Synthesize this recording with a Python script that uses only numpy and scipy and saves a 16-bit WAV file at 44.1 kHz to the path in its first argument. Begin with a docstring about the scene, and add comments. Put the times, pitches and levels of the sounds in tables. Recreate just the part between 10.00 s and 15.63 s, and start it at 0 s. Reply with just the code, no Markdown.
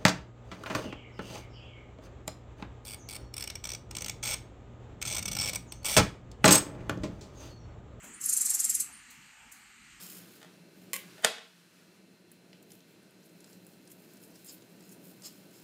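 """A fan hums in a small kitchen as raw squid peels wetly apart over a plastic cutting board.
A knife is laid down: after a few light knocks its blade ticks on the board, then the handle drops
with a loud, chattering knock and a dull thud, and the phone's gain ducks. The hands pull on:
tiny wet films break in a crackle, bigger ones snap, and the air pockets behind them ring."""
import sys
import numpy as np
from scipy import signal
from scipy.fft import rfft, irfft
from scipy.io import wavfile
from scipy.ndimage import uniform_filter1d

SR = 44100
rng = np.random.default_rng(int(sys.argv[2]) if len(sys.argv) > 2 else 0)


def wrap_up_sound(samples):
    """Save the sound to the file named by the first command line argument, as 16-bit audio."""
    columns = np.atleast_2d(samples).T
    # keep every value between -1 and 1, then stretch to whole-number steps
    tamed = np.clip(columns, -1, 1)
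    steps = np.round(tamed * 32767).astype(np.int16)
    wavfile.write(sys.argv[1], SR, steps)


N = 248283
T = np.arange(N) / SR
TOP_HZ = 15500


def undb(db):
    """Decibels to gain."""
    return 10 ** (np.asarray(db) / 20)


def unit(x):
    """Scale to rms 1."""
    return x / np.sqrt(np.mean(x ** 2))


def through(x, response):
    """Play a sound through an impulse response."""
    return signal.fftconvolve(x, response)[:N]


def decay(t, t60):
    """Envelope that falls 60 dB in t60."""
    return np.exp(-np.log(1000) * t / t60)


def colour(points, size=4096):
    """Minimum-phase response of unit energy, shaped by an EQ curve of (Hz, dB) points."""
    hz, db = np.transpose(points)
    bins = np.maximum(np.fft.rfftfreq(size, 1 / SR), 1)
    cepstrum = irfft(np.log(undb(np.interp(np.log(bins), np.log(hz), db))))
    cepstrum[1:size // 2] *= 2
    cepstrum[size // 2 + 1:] = 0
    response = irfft(np.exp(rfft(cepstrum)))
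    return response / np.linalg.norm(response)


def ring(modes):
    """Unit-energy response of a struck body: damped sines of alternating sign."""
    t = T[:SR // 2]
    response = sum((-1) ** k * undb(db) * decay(t, t60) * np.sin(2 * np.pi * hz * t)
                   for k, (hz, db, t60) in enumerate(modes))
    return response / np.linalg.norm(response)


def add(track, s, sound):
    """Mix a short sound in at time s."""
    start = max(int(s * SR), 0)
    track[start:start + len(sound)] += sound[:N - start]


def drift(rate):
    """Smooth random modulation, rms 1, with `rate` new values a second."""
    hold = int(SR / rate)
    steps = np.repeat(rng.standard_normal(N // hold + 1), hold)
    return unit(uniform_filter1d(uniform_filter1d(steps, hold), hold)[:N])


def crackle(rate, spread_db):
    """Tiny random clicks of uneven size, about `rate` a second, rms 1."""
    sizes = undb(spread_db * np.minimum(rng.exponential(size=N), 4)) * rng.choice([-1, 1], N)
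    return unit(sizes * (rng.random(N) < rate / SR))


# Reverb bands of the room: (frequency [Hz], t60 [s], relative level [dB])
ROOM_BANDS = [(119, .4, -5.5), (261, 0.52, 0.5), (553, 0.31, 3.5), (907, 0.37, 2.5), (1527, 0.38, 0.5),
              (3320, 0.41, 4.5), (4910, .38, 1.5), (7430, 0.32, -4.5), (14400, 0.24, 4)]

def kitchen(x, near_db, far_db, near_t60=0.029):
    """Direct sound, quick scatter from table and hands, and the tail of the room."""
    t = T[:SR * 3 // 4]
    hz, t60s, db = np.transpose(ROOM_BANDS)
    log_bins = np.log(np.maximum(np.fft.rfftfreq(len(t), 1 / SR), 1))
    noise = rfft(rng.standard_normal(len(t)))
    tail = 0
    for share, t60, gain in zip(np.eye(len(hz)), t60s, undb(db)):
        band = irfft(noise * np.interp(log_bins, np.log(hz), share), len(t))
        tail = tail + gain * band * decay(t, t60)
    tail *= np.clip(t / 0.01 - .5, 0, 1)  # fades in from 5 to 15 ms
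    scatter = rng.standard_normal(len(t)) * decay(t, near_t60) * (t > .0004)
    near = undb(near_db) * scatter / np.linalg.norm(scatter)
    far = undb(far_db) * tail / np.linalg.norm(tail)
    return x + through(x, near + far)


def motor_tone(hz, db, wander_hz):
    """A motor tone that wavers in pitch and level."""
    amplitude = np.sqrt(2) * undb(db + 0.74 * drift(26))
    pitch = hz + wander_hz * drift(40)
    return amplitude * np.sin(2 * np.pi * np.cumsum(pitch) / SR)


def noise_bed(eq, fader, flicker_db):
    """Coloured noise that follows a fader curve and flickers in level."""
    noise = through(rng.standard_normal(N), colour(eq))
    return noise * undb(np.interp(T, *np.transpose(fader)) + flicker_db * drift(14))


# EQ of the fan's low drone and of its airy rush: (frequency [Hz], relative level [dB])
DRONE_EQ = [(18, -45.5), (30, -15), (80, -26), (117, -8.5), (144, -11), (177, 3), (231, -8.5), (328, -4.5),
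            (397, -8.5), (509, -14.5), (644, -14.5), (714, -20.5), (1000, -24), (1300, -63.5), (2200, -120)]
RUSH_EQ = [(400, -11), (900, -7), (1500, 0.5), (2000, -4.5), (2600, -2), (3400, -5), (4500, -4.5),
           (6500, -8), (10000, -10.5), (15500, -16)]
# Fader curves of drone and rush: (time [s], level [dB])
DRONE_FADER = [(0, -57.5), (1.15, -57), (1.5, -66.5), (1.85, -59.5), (2.5, -57), (3.3, -56), (4.2, -55),
               (5.6, -55)]
RUSH_FADER = [(0, -56), (.6, -65.5), (1.2, -59.5), (2, -64), (2.5, -64.5), (5.6, -63)]
# The motor's hum: (pitch [Hz], level [dB], wander [Hz])
MOTOR_TONES = [(177, -70.5, 4.5), (1523, -81, 5), (1796, -84, 2.6), (1920, -84.5, 3.2), (2097, -80.5, 3.7),
               (2310, -81.5, 3), (2530, -85.5, 2.8), (2564, -80, 3), (2703, -78.5, 1.8)]
# Its thin, high whine: (pitch [Hz], level [dB])
WHINE_PARTIALS = [(3984, -83), (4129, -75.5), (4175, -94)]
# The phone's noise reduction dulls and blurs the whine at first, then lets it through steady:
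# (time [s], trim [dB], wander [Hz])
WHINE_AUTOMATION = [(1.5, -2.5, 50), (2.1, 0, 3.7)]

def fan():
    """The fan lays down a throbbing drone, a soft rush of air and wavering motor tones."""
    drone = noise_bed(DRONE_EQ, DRONE_FADER, flicker_db=1.0)
    rush = noise_bed(RUSH_EQ, RUSH_FADER, flicker_db=.8)
    hum = sum(motor_tone(hz, db, wander) for hz, db, wander in MOTOR_TONES)
    times, trim_db, wander_hz = np.transpose(WHINE_AUTOMATION)
    whine = sum(motor_tone(hz, db + np.interp(T, times, trim_db), np.interp(T, times, wander_hz))
                for hz, db in WHINE_PARTIALS)
    return drone + rush + hum + whine


def pocket(hz, cycles, glide):
    """A small air pocket rings for a few cycles, rising in pitch as it opens."""
    age = T[:SR // 50] * hz / cycles  # 1 when the ring is 60 dB down
    return decay(age, 1) * np.sin(2 * np.pi * cycles * age * (1 + glide * np.minimum(age, 1)))


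def opening_pockets(s, length, hz, rise, count=160, spread_octaves=0.064, spread_db=2):
    """A swarm of air pockets of different sizes, densest at the peak of a pull."""
    side, large, sign = rng.random((count, 3)).T
    wait, detune, size = rng.standard_normal((count, 3)).T
    times = s + np.abs(wait) * length / 2 * np.where(side < rise, -rise, 1 - rise)
    pitches = hz * 2 ** (spread_octaves * detune)
    pitches *= np.where(large < .22, 0.688, 1)  # some pockets are larger and ring lower
    gains = np.sign(sign - .5) * undb(spread_db * size)
    out = np.zeros(N)
    for at, pocket_hz, gain in zip(times, pitches, gains):
        if 0 < at < T[-1]:
            add(out, at, gain * pocket(min(pocket_hz, TOP_HZ), cycles=22, glide=.08))
    return out * np.sqrt(length * SR / 2) / np.linalg.norm(out)


CRACKLE_START_S = 3.2  # the faint, fine crackle of the fingers begins
# Bright EQ of breaking wet films: (frequency [Hz], relative level [dB])
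WET_EQ = [(300, -44), (1000, -19), (2000, -10.5), (3300, -5), (5600, -7), (7400, -1.5), (11000, -3.5),
          (13500, 1), (15500, -1.5)]
# Cues of flesh peeling or sliding: (peak time [s], length [s], level [dB], pocket pitch [Hz])
PEEL_CUES = [(0.031, 0.11, -51, 8100), (0.139, 0.13, -52, 9100), (0.314, 0.2, -65, 3580),
             (0.816, 0.19, -69, 8500), (2.734, 0.14, -63.5, 3360), (2.904, 0.071, -69, 3440),
             (3.262, 0.03, -70, 12500), (3.507, 0.12, -65, 7000), (3.723, 0.094, -69, 8550),
             (3.912, 0.044, -62, 11000), (4.105, 0.083, -68, 6460), (4.231, 0.064, -61, 12000),
             (4.356, 0.031, -65, 5860), (4.416, 0.088, -67, 3760), (4.463, 0.026, -57, 12900),
             (4.495, 0.035, -51, 7140), (4.531, 0.045, -55.5, 13800), (4.844, 0.047, -67, 7250),
             (4.923, 0.049, -60, 9000), (5.062, 0.11, -60.5, 13400), (5.256, 0.04, -46.5, 7200),
             (5.362, 0.12, -66, 8500), (5.565, 0.089, -61, 7240)]

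def squelch(rise=0.45, finger_db=-72.5, growth_db_per_s=2.5, burst_db=2.5):
    """Peeling flesh breaks tiny films; later the fingers add a faint, growing crackle."""
    wet = colour(WET_EQ)
    working_db = finger_db + growth_db_per_s * (T - CRACKLE_START_S) + burst_db * drift(22)
    out = through(crackle(rate=900, spread_db=3.5), wet) * undb(working_db) * (T > CRACKLE_START_S)
    films = through(crackle(rate=1000, spread_db=4), wet)
    for s, length, db, hz in PEEL_CUES:
        # a pull swells for the `rise` share of its length and dies away over the rest
        from_peak = np.maximum((s - T) / rise, (T - s) / (1 - rise))
        pull = np.exp(-(from_peak / length) ** 2)
        pocket_db = 5.5 - 110 * length  # in a quicker pull the air pockets ring louder
        out += undb(db) * (pull * films + undb(pocket_db) * opening_pockets(s, length, hz, rise))
    return kitchen(out, near_db=0.0, far_db=-5.5)


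def push(contact_ms):
    """Force of one contact; a softer one lasts longer and sounds duller."""
    shape = np.exp(-1000 * T[:SR // 100] / contact_ms)
    return shape / shape.sum()


def bend(force, travel_s, at_hz=1065):
    """Bending waves smear a blow: treble arrives first, bass last, and at_hz takes travel_s."""
    hz = np.fft.rfftfreq(N, 1 / SR)
    phase = 4 * np.pi * travel_s * np.sqrt(at_hz * hz)
    return irfft(rfft(force) * np.exp(-1j * phase), N)


SKID_S, SKID_DB = 0.0057, -27  # swell time, level against the blow
CHATTER_GAP_S, GAP_SHRINK = .0027, .85  # first gap, ratio of each gap to the last
REBOUND_DB, REBOUND_SOFTER_MS = -9, 0.04  # change in level and contact time per rebound
# Hits on the board, the loudest being the handle's drop: (time [s], level [dB], contact time [ms])
KNOCK_CUES = [(.416, -30, .06), (.429, -26.5, 0.042), (.446, -29, 0.066), (1.181, -25, .15),
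              (1.192, -27.5, 0.13), (1.2466, 9.5, 0.0038), (1.2525, -4, 0.36), (1.383, -13.5, 0.11),
              (1.424, -27, 0.35)]
# Body of the knock: (frequency [Hz], relative level [dB])
BOARD_EQ = [(35, -45.5), (75, -32.5), (140, -14), (230, -8), (320, -24.5), (480, 0.5), (560, -6),
            (670, 0.5), (810, -6.5), (1000, -10), (1230, -5.5), (1520, -1), (2400, -6.5), (2980, -7.5),
            (3340, -4.5), (4120, -7.5), (4800, -7), (5600, -10), (6400, -8.5), (7300, -3.5), (8670, -7.5),
            (10500, -12), (14100, -26), (15500, -32.5)]
# Ring of the board on its table: (pitch [Hz], relative level [dB], t60 [s])
BOARD_RING = [(171, -8.5, .2), (225, -6, .25), (492, 4, 0.14), (618, 3.5, 0.27), (659, 6.5, 0.23),
              (828, 2.5, 0.15), (928, 6, .14), (1054, 1, 0.12), (1271, 6, .12), (1350, 2, .12),
              (1527, 4.5, .1), (1770, -0.5, .12), (2010, -1, 0.32), (2220, -6, .16), (2370, 3, 0.13),
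              (2495, 0.5, .22), (3342, 0.5, .15)]

def board_knocks():
    """Each blow skids, lands and chatters on the board, which rings."""
    force = np.zeros(N)
    friction = through(rng.standard_normal(N), push(contact_ms=0.14))
    for s, db, contact_ms in KNOCK_CUES:
        force += friction * undb(db + SKID_DB) * np.exp(-np.abs(s - T) / SKID_S) * (T < s)
        for k in range(4):
            add(force, s, undb(db + k * REBOUND_DB) * push(contact_ms + k * REBOUND_SOFTER_MS))
            s += CHATTER_GAP_S * GAP_SHRINK ** k
    force = bend(force, travel_s=0.0009)
    knock = through(force, colour(BOARD_EQ))
    ringing = undb(-14) * through(force, ring(BOARD_RING))
    return kitchen(knock + ringing, near_db=-0.5, far_db=-2.5)


# Ticks of the edge on the board: (time [s], level [dB])
TICK_CUES = [(0.9324, -5), (0.9397, -9), (0.9585, -16), (0.9633, -12)]
# Colour of a tick: (frequency [Hz], relative level [dB])
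BLADE_EQ = [(120, -41), (200, -23.5), (358, -29), (505, 3.5), (620, -14), (798, -17), (980, -12.5),
            (1110, 3), (1350, -20.5), (1600, -1.5), (1780, -8.5), (2100, 4), (2380, -2.5), (2940, -5),
            (3400, -9.5), (5600, -10), (7620, -3), (15500, -6.5)]
# Steely ring of the knife: (pitch [Hz], relative level [dB], t60 [s])
BLADE_RING = [(508, -3.5, .13), (1070, -6.5, .09), (1203, -3, 0.098), (2036, -3.5, .12), (2140, -7.5, .12),
              (2300, 2, 0.14), (2476, -4, 0.1), (2900, 0.5, 0.0806), (6500, -1, .11), (6880, 3, .11),
              (7680, 2.5, 0.21), (10640, -2.5, .09), (11500, -5, .1), (13580, -5, .12)]

def blade_ticks(scrape_lead_s=.0016, scrape_db=-43):
    """The steel edge scrapes and bounces on the board: a quick clatter of ticks and a short ring."""
    taps = np.zeros(N)
    for s, db in TICK_CUES:
        add(taps, s, undb([db]))
    sliding = (T > TICK_CUES[0][0] - scrape_lead_s) & (T < TICK_CUES[-1][0])
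    scrape = undb(scrape_db) * sliding * crackle(rate=1400, spread_db=4.5)
    force = bend(taps + scrape, travel_s=0.0014)
    ticks = through(force, colour(BLADE_EQ))
    ringing = undb(-14.5) * through(force, ring(BLADE_RING))
    return kitchen(ticks + ringing, near_db=-2.5, far_db=-6.5, near_t60=0.026)


# Foreground wet pops: (time [s], level [dB], pocket pitch [Hz])
POP_CUES = [(1.2235, -41, 9000), (2.3168, -33.5, 12000), (2.5308, -41.5, 2890), (2.627, -44, 8800),
            (2.7052, -47.5, 3290), (2.7187, -38.5, 6500), (2.8055, -49, 3910), (3.03, -48, 12500),
            (3.108, -45, 13000), (3.258, -45, 12500), (3.4053, -44.5, 6500), (3.4435, -42.5, 5000),
            (3.5105, -45, 13000), (3.5303, -45, 5230), (3.6666, -36, 11500), (3.8755, -43, 5700),
            (3.9175, -35.5, 9220), (4.136, -45, 9000), (4.171, -47, 5800), (4.246, -43, 11000),
            (4.2804, -46, 12500), (4.3575, -46.5, 5420), (4.4465, -35, 11000), (4.6222, -48, 4130),
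            (4.8074, -48, 5000), (4.826, -45, 12000), (4.8923, -45, 7380), (4.9245, -39.5, 9150),
            (5.0714, -43, 13500), (5.2215, -40, 5600)]
# EQ of the snap, brightest just above the pocket: (multiple of pocket pitch, relative level [dB])
SNAP_EQ = [(.18, -40.5), (.4, -13), (.65, 1.5), (1.6, 7), (2.601, -18), (5.001, -18)]

def pops(snap_db=10.5, pocket_db=4.5):
    """A wet film snaps and the air pocket behind it rings; fainter stray pockets fill in."""
    out = np.zeros(N)
    for s, db, hz in POP_CUES:
        snap = colour([(multiple * hz, gain_db) for multiple, gain_db in SNAP_EQ])
        add(out, s, undb(db + snap_db) * snap)
        add(out, s, undb(db + pocket_db) * pocket(hz, cycles=10, glide=0.4))
    return kitchen(out + stray_pockets(), near_db=0.5, far_db=-6.0)


def stray_pockets(count=60, scatter_s=.06, middle_hz=8500, spread_octaves=.6):
    """Small air pockets open softly in clusters around the later pulls."""
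    pulls = [s for s, *_ in PEEL_CUES if s > CRACKLE_START_S]
    out = np.zeros(N)
    for _ in range(count):
        at = rng.choice(pulls) + rng.uniform(-scatter_s, scatter_s)
        hz = middle_hz * 2 ** rng.uniform(-spread_octaves, spread_octaves)
        gain = undb(rng.uniform(-59, -51))
        add(out, min(at, T[-1]), gain * pocket(hz, cycles=22, glide=0.2))
    return out


def scene():
    """Fan, squid, board and knife in mono."""
    return (fan() + squelch() + board_knocks() + blade_ticks() + pops())[None]


def duck(x, threshold_db=-31, quick=0.94, quick_s=0.055, slow=0.19, slow_s=7.5, attack_s=0.058):
    """Loud sound turns the gain down; it comes back quickly at first, then creeps."""
    power = np.maximum(uniform_filter1d(x ** 2, SR // 50), 1e-12)
    over_db = np.maximum(10 * np.log10(power) - threshold_db, 0)
    cut_db = 0
    for share, release_s in ((quick, quick_s), (slow, slow_s)):
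        fade = np.exp(-T / release_s)
        cut_db = cut_db + share * fade * np.maximum.accumulate(over_db / fade)  # decaying peak hold
    pole = np.exp(-1 / (attack_s * SR))
    return x * undb(-signal.lfilter([1 - pole], [1, -pole], cut_db))


def record(dry, ceiling=0.64, low_cut_hz=90):
    """The phone rides its gain, rounds the loudest peak and cuts rumble and top."""
    rounded = ceiling * np.tanh(duck(dry[0]) / ceiling)
    low_cut = signal.butter(2, low_cut_hz, "high", fs=SR, output="sos")
    high_cut = signal.ellip(10, .1, 80, TOP_HZ, fs=SR, output="sos")
    return signal.sosfilt(high_cut, signal.sosfilt(low_cut, rounded))[None]


dry = scene()
out = record(dry)
wrap_up_sound(out)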